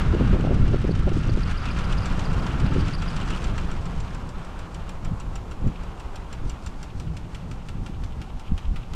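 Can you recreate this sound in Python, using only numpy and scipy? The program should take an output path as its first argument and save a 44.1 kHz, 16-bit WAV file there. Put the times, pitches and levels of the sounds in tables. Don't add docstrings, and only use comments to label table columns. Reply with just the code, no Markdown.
import sys
import numpy as np
from scipy import signal
from scipy.fft import rfft, irfft
from scipy.io import wavfile
from scipy.ndimage import uniform_filter1d

SR = 44100
rng = np.random.default_rng(int(sys.argv[2]) if len(sys.argv) > 2 else 0)


def unload_audio(sound):
    columns = np.transpose(np.atleast_2d(sound))
    steps = np.round(np.clip(columns, -1, 1) * 32767)
    wavfile.write(sys.argv[1], SR, steps.astype(np.int16))


N = 394694
TIME = np.arange(N) / SR
FREQS_HZ = np.arange(N // 2 + 1) * SR / N


def undb(db):
    return 10 ** (np.asarray(db) / 20)


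def unit(x):
    return x / np.sqrt(np.mean(x ** 2))


def curves(table, at=TIME):
    times, *columns = np.transpose(table)
    return [np.interp(at, times, column) for column in columns]


def noise(colour):
    hz, db = np.transpose(colour)
    f = np.maximum(FREQS_HZ, 1)
    gain = undb(np.interp(np.log(f), np.log(hz), db))
    edges = np.minimum(f / hz[0], 1) ** 2 * np.minimum(hz[-1] / f, 1) ** 2
    return unit(irfft(rfft(rng.standard_normal(N)) * gain * edges, N))


def resonant(peaks):
    gain = sum(undb(db) / np.sqrt(width) / (1 + ((FREQS_HZ - hz) / (width / 2)) ** 2)
               for hz, width, db in peaks)
    return unit(irfft(rfft(rng.standard_normal(N)) * gain, N))


def band_noise(low_hz, high_hz, size):
    band = signal.butter(3, [low_hz, high_hz], "band", fs=SR, output="sos")
    return unit(signal.sosfilt(band, rng.standard_normal(2 * size))[size:])


def wander(rate_hz):
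    hold = max(int(SR / rate_hz), 2)
    steps = np.repeat(rng.standard_normal(N // hold + 1), hold)
    return unit(uniform_filter1d(uniform_filter1d(steps, hold), hold)[:N])


def add(out, start_s, sound):
    i = int(np.clip(start_s * SR, 0, N - 1))
    out[i:i + len(sound)] += sound[:N - i]


def swell(middle_s, half_length_s):
    t = np.arange(-2 * half_length_s, 2 * half_length_s, 1 / SR)
    return middle_s - 2 * half_length_s, np.exp(-np.abs(t / half_length_s) ** 4)


# time_s, level_db
ROAR_LEVEL = [(0, -36), (.6, -46), (1.2, -69), (1.8, -38.5), (2.45, -35), (2.9, -42), (3.35, -37.5),
              (4.2, -42), (5.7, -42.5), (6.4, -44), (7, -47), (8.95, -47.5)]
# pitch_hz, level_db
ROAR_COLOUR = [(100, 7), (300, 4.5), (600, 0), (850, 0), (1100, 0.5), (1400, -8), (1800, -20), (3000, -43),
               (7000, -27), (12000, -42.5)]
# pitch_hz, width_hz, level_db
WHISTLE_PEAKS = [(773, 26, 0.5), (880, 120, 2)]
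# pitch_hz, level_db
HISS_COLOUR = [(2000, 15.5), (7500, 4), (9500, -1), (10800, -6.5), (12300, -2), (13500, -33)]

def trees():
    level_db, = curves(ROAR_LEVEL)
    roar = undb(level_db + 0.5 * wander(rate_hz=21)) * noise(ROAR_COLOUR)
    whistle = undb(-57 + 0.99 * wander(rate_hz=4.15)) * resonant(WHISTLE_PEAKS)
    return roar + whistle + undb(-60.5) * noise(HISS_COLOUR)


# time_s, rumble_db, flutter_db
WIND_LEVEL = [(0, -17.5, -23), (.45, -21.5, -20.5), (.9, -20, -25.5), (1.25, -21, -24), (1.6, -23.5, -30.5),
              (2.25, -25, -31), (2.72, -23, -23.5), (3.05, -26.5, -34.5), (3.35, -25, -31.5),
              (3.95, -28, -39.5), (4.25, -33, -40), (4.7, -33, -53), (5.4, -29.5, -42), (6.1, -35.5, -50),
              (6.85, -33.5, -39.5), (7.45, -38, -38.5), (8.03, -29.5, -37), (8.4, -36, -50.5),
              (8.95, -30.5, -37.5)]
# middle_s, rumble_db, flutter_db, width_s
WIND_PUFFS = [(2.755, -29, -26, 0.097), (5.073, -29, -34.5, 0.034), (5.661, -21, -27, 0.043),
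              (5.826, -28, -41, 0.038), (6.415, -28, -36.5, 0.059), (7.07, -39, -34, 0.083),
              (7.507, -36, -33, 0.047), (7.807, -31, -31.5, 0.037), (8.2, -34, -35, .03),
              (8.361, -25, -60, 0.013), (8.527, -18, -35.5, 0.028), (8.692, -22, -51, 0.043)]
# pitch_hz, level_db
RUMBLE_COLOUR = [(10, 7.5), (22, 6), (50, 3.5), (100, -5), (150, -14), (250, -20), (500, -53)]
FLUTTER_COLOUR = [(50, 3), (100, 6), (175, 2), (215, -3), (300, -9.5), (450, -17.5), (700, -26.5),
                  (1500, -49)]

def buffeting():
    wind_db = curves(WIND_LEVEL)
    rumble_gain, flutter_gain = undb(wind_db)
    for middle_s, rumble_db, flutter_db, width_s in WIND_PUFFS:
        puff = np.exp(-.5 * ((TIME - middle_s) / width_s) ** 2)
        rumble_gain = np.hypot(rumble_gain, undb(rumble_db) * puff)
        flutter_gain = np.hypot(flutter_gain, undb(flutter_db) * puff)
    fits_db = np.interp(wind_db[0], [-34, -22], [2.3, 1]) * wander(rate_hz=24)
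    rumble = rumble_gain * noise(RUMBLE_COLOUR)
    flutter = flutter_gain * undb(0.46 * wander(rate_hz=69)) * noise(FLUTTER_COLOUR)
    return undb(fits_db) * (rumble + flutter)


def eddy(db, length_s, hz):
    t = TIME[:int(4 * length_s * SR) + SR // 50] - 2 * length_s - .01
    out = np.zeros(len(t))
    for k, (when, weak, slow, skew) in enumerate(rng.random((3 + int(hz * length_s), 4))):
        lesser = k > 0
        offset_s = lesser * 1.4 * length_s * (2 * when - 1)
        cycles = (t - offset_s) * hz * (1 - lesser * 0.5 * slow)
        kick = np.exp(-np.abs(cycles / 0.42) ** 1.34) * np.cos(2 * np.pi * (cycles + skew))
        out += undb(db - lesser * (2.5 + 6.3 * weak)) * kick
    return out


# middle_s, level_db, length_s, pitch_hz
STRONG_EDDIES = [(0.151, -11.5, 0.015, 345), (0.21, -10, 0.0095, 346), (.347, -12.5, 0.017, 430),
                 (0.4, -16, 0.004, 370), (0.45, -13.5, 0.0089, 470), (0.474, -17.5, 0.0034, 590),
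                 (.515, -12, 0.014, 420), (0.745, -13.5, 0.012, 400), (0.851, -14.5, 0.0062, 347),
                 (0.894, -14.5, 0.01775, 350), (1.078, -13.5, 0.0088, 454), (1.12, -18, 0.0031, 360),
                 (1.17, -17, 0.0083, 268), (1.295, -21, 0.0023, 368), (1.375, -17, 0.0041, 330),
                 (2.764, -13, 0.021, 296), (5.121, -14.5, 0.017, 150), (5.67, -13, 0.02, 175),
                 (7.756, -19.5, 0.0052, 125), (7.899, -21.5, 0.0053, 188), (8.521, -15, 0.0042, 140)]

def eddies():
    out = np.zeros(N)
    when, size = rng.random(size=(70, 2)).T
    small_s = when * TIME[-1]
    small_db = curves(WIND_LEVEL, small_s)[1] + 2.4 + 6 * size
    small = [(s, db, .004, 290 * undb(.5 * (db + 11.5))) for s, db in zip(small_s, small_db)]
    for middle_s, db, length_s, hz in STRONG_EDDIES + small:
        thump = eddy(db, length_s, hz)
        add(out, middle_s - len(thump) / SR / 2, thump)
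    return out


# time_s, level_db
DRONE_LEVEL = [(0, -67), (1.5, -41), (2.2, -30), (3.6, -32.5), (4.3, -38.5), (5.5, -46.5), (6.3, -48),
               (7.2, -47), (8.2, -48), (8.95, -63)]
# pitch_hz, width_hz, level_db
TOWER_PEAKS = [(169.3, 37, 4), (217, 64, -16.5)]

def tower():
    level_db, = curves(DRONE_LEVEL)
    return undb(level_db - 3.5) * resonant(TOWER_PEAKS)


# time_s, turns_per_s
ROTOR_SPEED = [(0.0, 7.729), (0.6, 7.373), (1.5, 7.045), (1.9, 7.499), (3.1, 7.068), (3.6, 7.323),
               (4.2, 6.755), (5.3, 6.442), (6.3, 5.978), (7.5, 5.808), (8.4, 5.539), (8.95, 5.571)]

def rotor_turns():
    speed, = curves(ROTOR_SPEED)
    return np.cumsum(speed) / SR - .107


def each_turn(place):
    turns = rotor_turns() - place
    return np.interp(np.arange(np.ceil(turns[0]), turns[-1]), turns, TIME)


# time_s, level_db
BLADE_LEVEL = [(0.0, -41.5), (0.65, -47.5), (1.35, -46.5), (1.64, -42.5), (1.92, -44), (2.24, -45),
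               (3.14, -45), (4.19, -52.5), (5.36, -57.5), (6.01, -55), (6.73, -58.5), (8.95, -62.5)]
# pitch_hz, level_db
RUSH_COLOUR = [(200, -19), (500, 3), (800, 4.5), (1400, 9.5), (1900, 3), (2800, 1.5), (4000, -5.5),
               (5500, -11.5), (7500, -20.5), (9300, -24), (10500, -33), (12500, -60), (14000, -54)]
# pitch_hz, width_hz, level_db
HOLLOW_PEAKS = [(1340, 540, 6), (2920, 980, -27)]

def blades():
    level_db, = curves(BLADE_LEVEL)
    turns = rotor_turns()
    swish_db = 1.14 * np.cos(2 * np.pi * 2 * (turns - .42))
    uneven_db = 0.094 * np.cos(2 * np.pi * (turns - .2))
    grain_db = 1.06 * wander(rate_hz=250) + 1.17 * wander(rate_hz=30)
    hollow = undb(-2.5 + .5 * (level_db - level_db.max())) * resonant(HOLLOW_PEAKS)
    return undb(level_db + 3.5 + swish_db + uneven_db + grain_db) * (noise(RUSH_COLOUR) + hollow)


# middle_s, pitch_hz, level_db, half_length_s
METAL_SCRAPES = [(1.69, 2630, -40.5, 0.026), (1.93, 3180, -39, .005), (2.513, 2820, -43, 0.0066),
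                 (3.334, 2880, -45, 0.017), (8.836, 2780, -46, 0.0037)]

def scrapes():
    out = np.zeros(N)
    for middle_s, hz, db, half_length_s in METAL_SCRAPES:
        start_s, shape = swell(middle_s, half_length_s)
        add(out, start_s, undb(db) * shape * band_noise(.92 * hz, 1.08 * hz, len(shape)))
    return out


# middle_s, pitch_hz, level_db
DRY_SQUEAKS = [(.915, 4500, -43), (1.3, 4630, -42), (1.435, 4700, -37.5), (1.58, 4840, -40),
               (1.715, 4800, -41), (1.85, 4850, -44), (1.985, 4820, -37), (2.258, 4760, -38),
               (2.395, 4750, -40), (2.667, 4800, -41.5), (2.805, 4720, -40), (2.945, 4700, -35),
               (3.087, 4850, -39), (3.218, 7650, -48)]

def squeaks():
    out = np.zeros(N)
    second_catches = [(s + .045, hz, db - 7) for s, hz, db in DRY_SQUEAKS]
    for middle_s, hz, db in DRY_SQUEAKS + second_catches:
        start_s, shape = swell(middle_s, half_length_s=.0074 * np.exp(.3 * rng.standard_normal()))
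        tremble, grip = (band_noise(60, 450, len(shape)) for _ in range(2))
        phase = 2 * np.pi * np.cumsum(hz * (1 + .013 * tremble)) / SR
        tone = np.sin(phase) + undb(-20) * np.sin(2 * phase)
        add(out, start_s, undb(db - 2.8) * shape * (.8 + .7 * grip) * tone)
    return out


def blows(times, dbs, bounce_db, decay_s, tail_s, tail_db, scrape_db, bounce_s=.0045):
    power, t = np.zeros(N), TIME[:SR // 5]
    hit = np.exp(-2 * t / decay_s)
    tail = undb(2 * tail_db) * np.exp(-2 * t / tail_s)
    for s, db, (late, lead) in zip(times, dbs, rng.standard_normal((len(times), 2))):
        add(power, s, undb(2 * db) * (hit + tail))
        add(power, s + bounce_s * np.exp(.3 * late), undb(2 * (db + bounce_db)) * hit)
        start_s, scrape = swell(s - .006, half_length_s=0.014 * np.exp(0.44 * lead))
        add(power, start_s, undb(2 * (db + scrape_db)) * scrape)
    return np.sqrt(power)


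def dulled(contacts, onset_turns_per_s=6.8, cutoff_hz=11200):
    speed, = curves(ROTOR_SPEED)
    share = .5 + .5 * np.tanh((speed - onset_turns_per_s) / .15)
    soft = irfft(rfft(contacts) / (1 + (FREQS_HZ / cutoff_hz) ** 6), N)
    return share * soft + (1 - share) * contacts


# pitch_hz, ring_s (time to fade by 60 dB), level_db
METAL_NOTES = [(1348, 0.15, -2.5), (2408, 0.1, -7.5), (2756, 0.047, -1.5), (3120, 0.05, -4.5),
               (5710, 0.038, -5), (7290, 0.058, -5.5), (7630, 0.029, -3), (8640, 0.028, -9.5)]

def ringing(times, low_dbs, high_dbs):
    out, t = np.zeros(N), TIME[:SR // 8]
    hz, ring_s, db = np.transpose(METAL_NOTES)[:, :, None]
    fade = np.exp(-np.log(1000) * t / ring_s) * (1 - np.exp(-t / .0004))
    chances = rng.standard_normal((len(times), 3, len(METAL_NOTES), 1))
    for s, low_db, high_db, (force, detune, offset) in zip(times, low_dbs, high_dbs, chances):
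        gain = undb(db + np.where(hz < 4000, low_db, high_db) + 2.1 * force)
        phase = 2 * np.pi * (hz * (1 + .017 * detune) * t + offset)
        add(out, s, np.sum(gain * np.sin(phase) * fade, axis=0))
    return out


# time_s, level_db
CHATTER_LEVEL = [(0, -64), (.7, -50.5), (1.3, -45), (1.7, -45.5), (2.6, -47.5), (3.3, -43.5), (3.8, -50),
                 (4.5, -60)]
# pitch_hz, level_db
CLACK_COLOUR = [(600, -2.5), (1350, 2.5), (1850, -2.5), (2750, 0), (3700, -5.5), (4900, -13.5), (6500, -18),
                (12000, -27.5)]
CLICK_COLOUR = [(2500, -4), (4500, 5.5), (5800, 5), (7500, -1), (8800, -0.5), (10300, -14.5), (12500, -19),
                (15000, -29)]

def rattle():
    when, force = rng.random(size=(170, 2)).T
    hit_s = when * TIME[-1]
    hit_db = 1.184 * curves(BLADE_LEVEL, hit_s)[0] + 7 * force
    ring = ringing(hit_s, hit_db + 6.5, hit_db - 14)
    when, weak = rng.random(size=(480, 2)).T
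    click_s = when * CHATTER_LEVEL[-1][0]
    click_db = curves(CHATTER_LEVEL, click_s)[0] - 12 * weak
    clicks = blows(click_s, click_db, bounce_db=-3, decay_s=.003,
                   tail_s=.015, tail_db=-17, scrape_db=-30, bounce_s=.008)
    return dulled(ring + clicks * (noise(CLICK_COLOUR) + undb(5) * noise(CLACK_COLOUR)))


# time_s, place_turns, level_db
KNOCK_PATTERN = [(0, 0.41, -61), (1.7, 0.37, -56), (2.8, 0.44, -41), (3.35, 0.32, -36.5), (3.65, 0.48, -39),
                 (4.1, 0.59, -55), (5.3, 0.33, -65), (5.75, 0.54, -43), (6.45, 0.5, -63), (6.95, 0.42, -46),
                 (7.5, 0.46, -56), (8.15, 0.48, -44.5), (8.47, 0.43, -42), (8.95, 0.4, -45)]
# pitch_hz, level_db
KNOCK_COLOUR = [(900, -21), (1900, -18), (2400, 2), (3000, 4), (4000, -8), (8000, -27)]

def knocks():
    knock_s = each_turn(curves(KNOCK_PATTERN)[0])
    _, knock_db = curves(KNOCK_PATTERN, knock_s)
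    shape = blows(knock_s, knock_db, bounce_db=.5, decay_s=.0041, tail_s=.058, tail_db=-11.5, scrape_db=-9)
    return undb(-5) * shape * noise(KNOCK_COLOUR)


# start_s, clack_db, click_db
TURN_TICKS = [(1.511, -35.5, -45.5), (1.654, -33, -47), (1.787, -35, -41), (1.923, -35, -41.5),
              (2.057, -34, -41.5), (2.193, -37.5, -40), (2.33, -52, -45), (2.464, -33, -49),
              (2.599, -38, -47), (2.738, -41, -46.5), (2.88, -35, -46), (3.02, -35, -44.5),
              (3.163, -36, -42), (3.303, -34, -42), (3.441, -36.5, -40.5), (3.578, -36, -45),
              (3.713, -42, -45.5), (3.855, -42, -46), (4.002, -45, -45.5), (4.146, -43.5, -49),
              (4.29, -50, -49.5), (4.447, -52, -51), (4.59, -44, -47), (4.744, -42.5, -46.5),
              (4.891, -42.5, -47), (5.047, -41.5, -47), (5.199, -43, -48.5), (5.355, -41.5, -46.5),
              (5.511, -42.5, -51), (5.672, -45.5, -54.5), (5.832, -48, -55), (5.997, -47, -50),
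              (6.157, -42.5, -47.5), (6.327, -42, -46.5), (6.495, -42.5, -42.5), (6.662, -41.5, -41.5),
              (6.828, -43.5, -44.5), (6.998, -44, -44), (7.168, -42, -46), (7.347, -39.5, -45.5),
              (7.512, -43, -46.5), (7.686, -41.5, -46), (7.862, -42, -46), (8.037, -43.5, -47),
              (8.216, -41.5, -49.5), (8.396, -45.5, -50), (8.578, -38.5, -48), (8.759, -37.5, -51),
              (8.936, -40.5, -47)]
# time_s, boost_db
RING_BOOST = [(0, -7), (3, -0.5), (4.3, -0.5), (5.4, 5.5), (6.7, 0.5), (7.3, -7), (8.9, -11)]

def mechanism():
    early = [(s, -41.5, -51) for s in each_turn(0) if s < TURN_TICKS[0][0] - .05]
    tick_s, clack_db, click_db = np.transpose(early + TURN_TICKS)
    ring_db, = curves(RING_BOOST, tick_s)
    speed, = curves(ROTOR_SPEED, tick_s)
    seat_s = tick_s + np.interp(ring_db, [-6, 3], [.0004, .004])
    dry_db = click_db - 0.055 * ring_db
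    seat = blows(seat_s, clack_db, bounce_db=-5, decay_s=.0067, tail_s=.046, tail_db=-8.5, scrape_db=-20)
    clack = seat * noise(CLACK_COLOUR)
    snap = blows(tick_s, dry_db, bounce_db=-4.5, decay_s=.0035, tail_s=.035, tail_db=-13.5, scrape_db=-20)
    touch_s = tick_s - 0.13 / speed
    touch_db = dry_db - 10.5 + 0.6 * (dry_db + 41)
    touch = blows(touch_s[1:], touch_db[1:], bounce_db=-8, decay_s=.0023,
                  tail_s=.02, tail_db=-16, scrape_db=-8)
    knock = knocks()
    grit = undb(2 * wander(rate_hz=2500))
    ring = ringing(tick_s + 0.000973, clack_db - 4.5, click_db + ring_db + 1.5)
    click = undb(1) * np.hypot(snap, touch) * noise(CLICK_COLOUR)
    return dulled(grit * (clack + knock + click) + ring)


def scene():
    generator = mechanism() + rattle() + squeaks() + scrapes() + blades() + tower()
    return (generator + trees() + buffeting() + eddies())[None]


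def record(dry):
    top_hz = 15200
    return signal.sosfilt(signal.ellip(8, .2, 70, top_hz, fs=SR, output="sos"), dry)


dry = scene()
out = record(dry)
unload_audio(out)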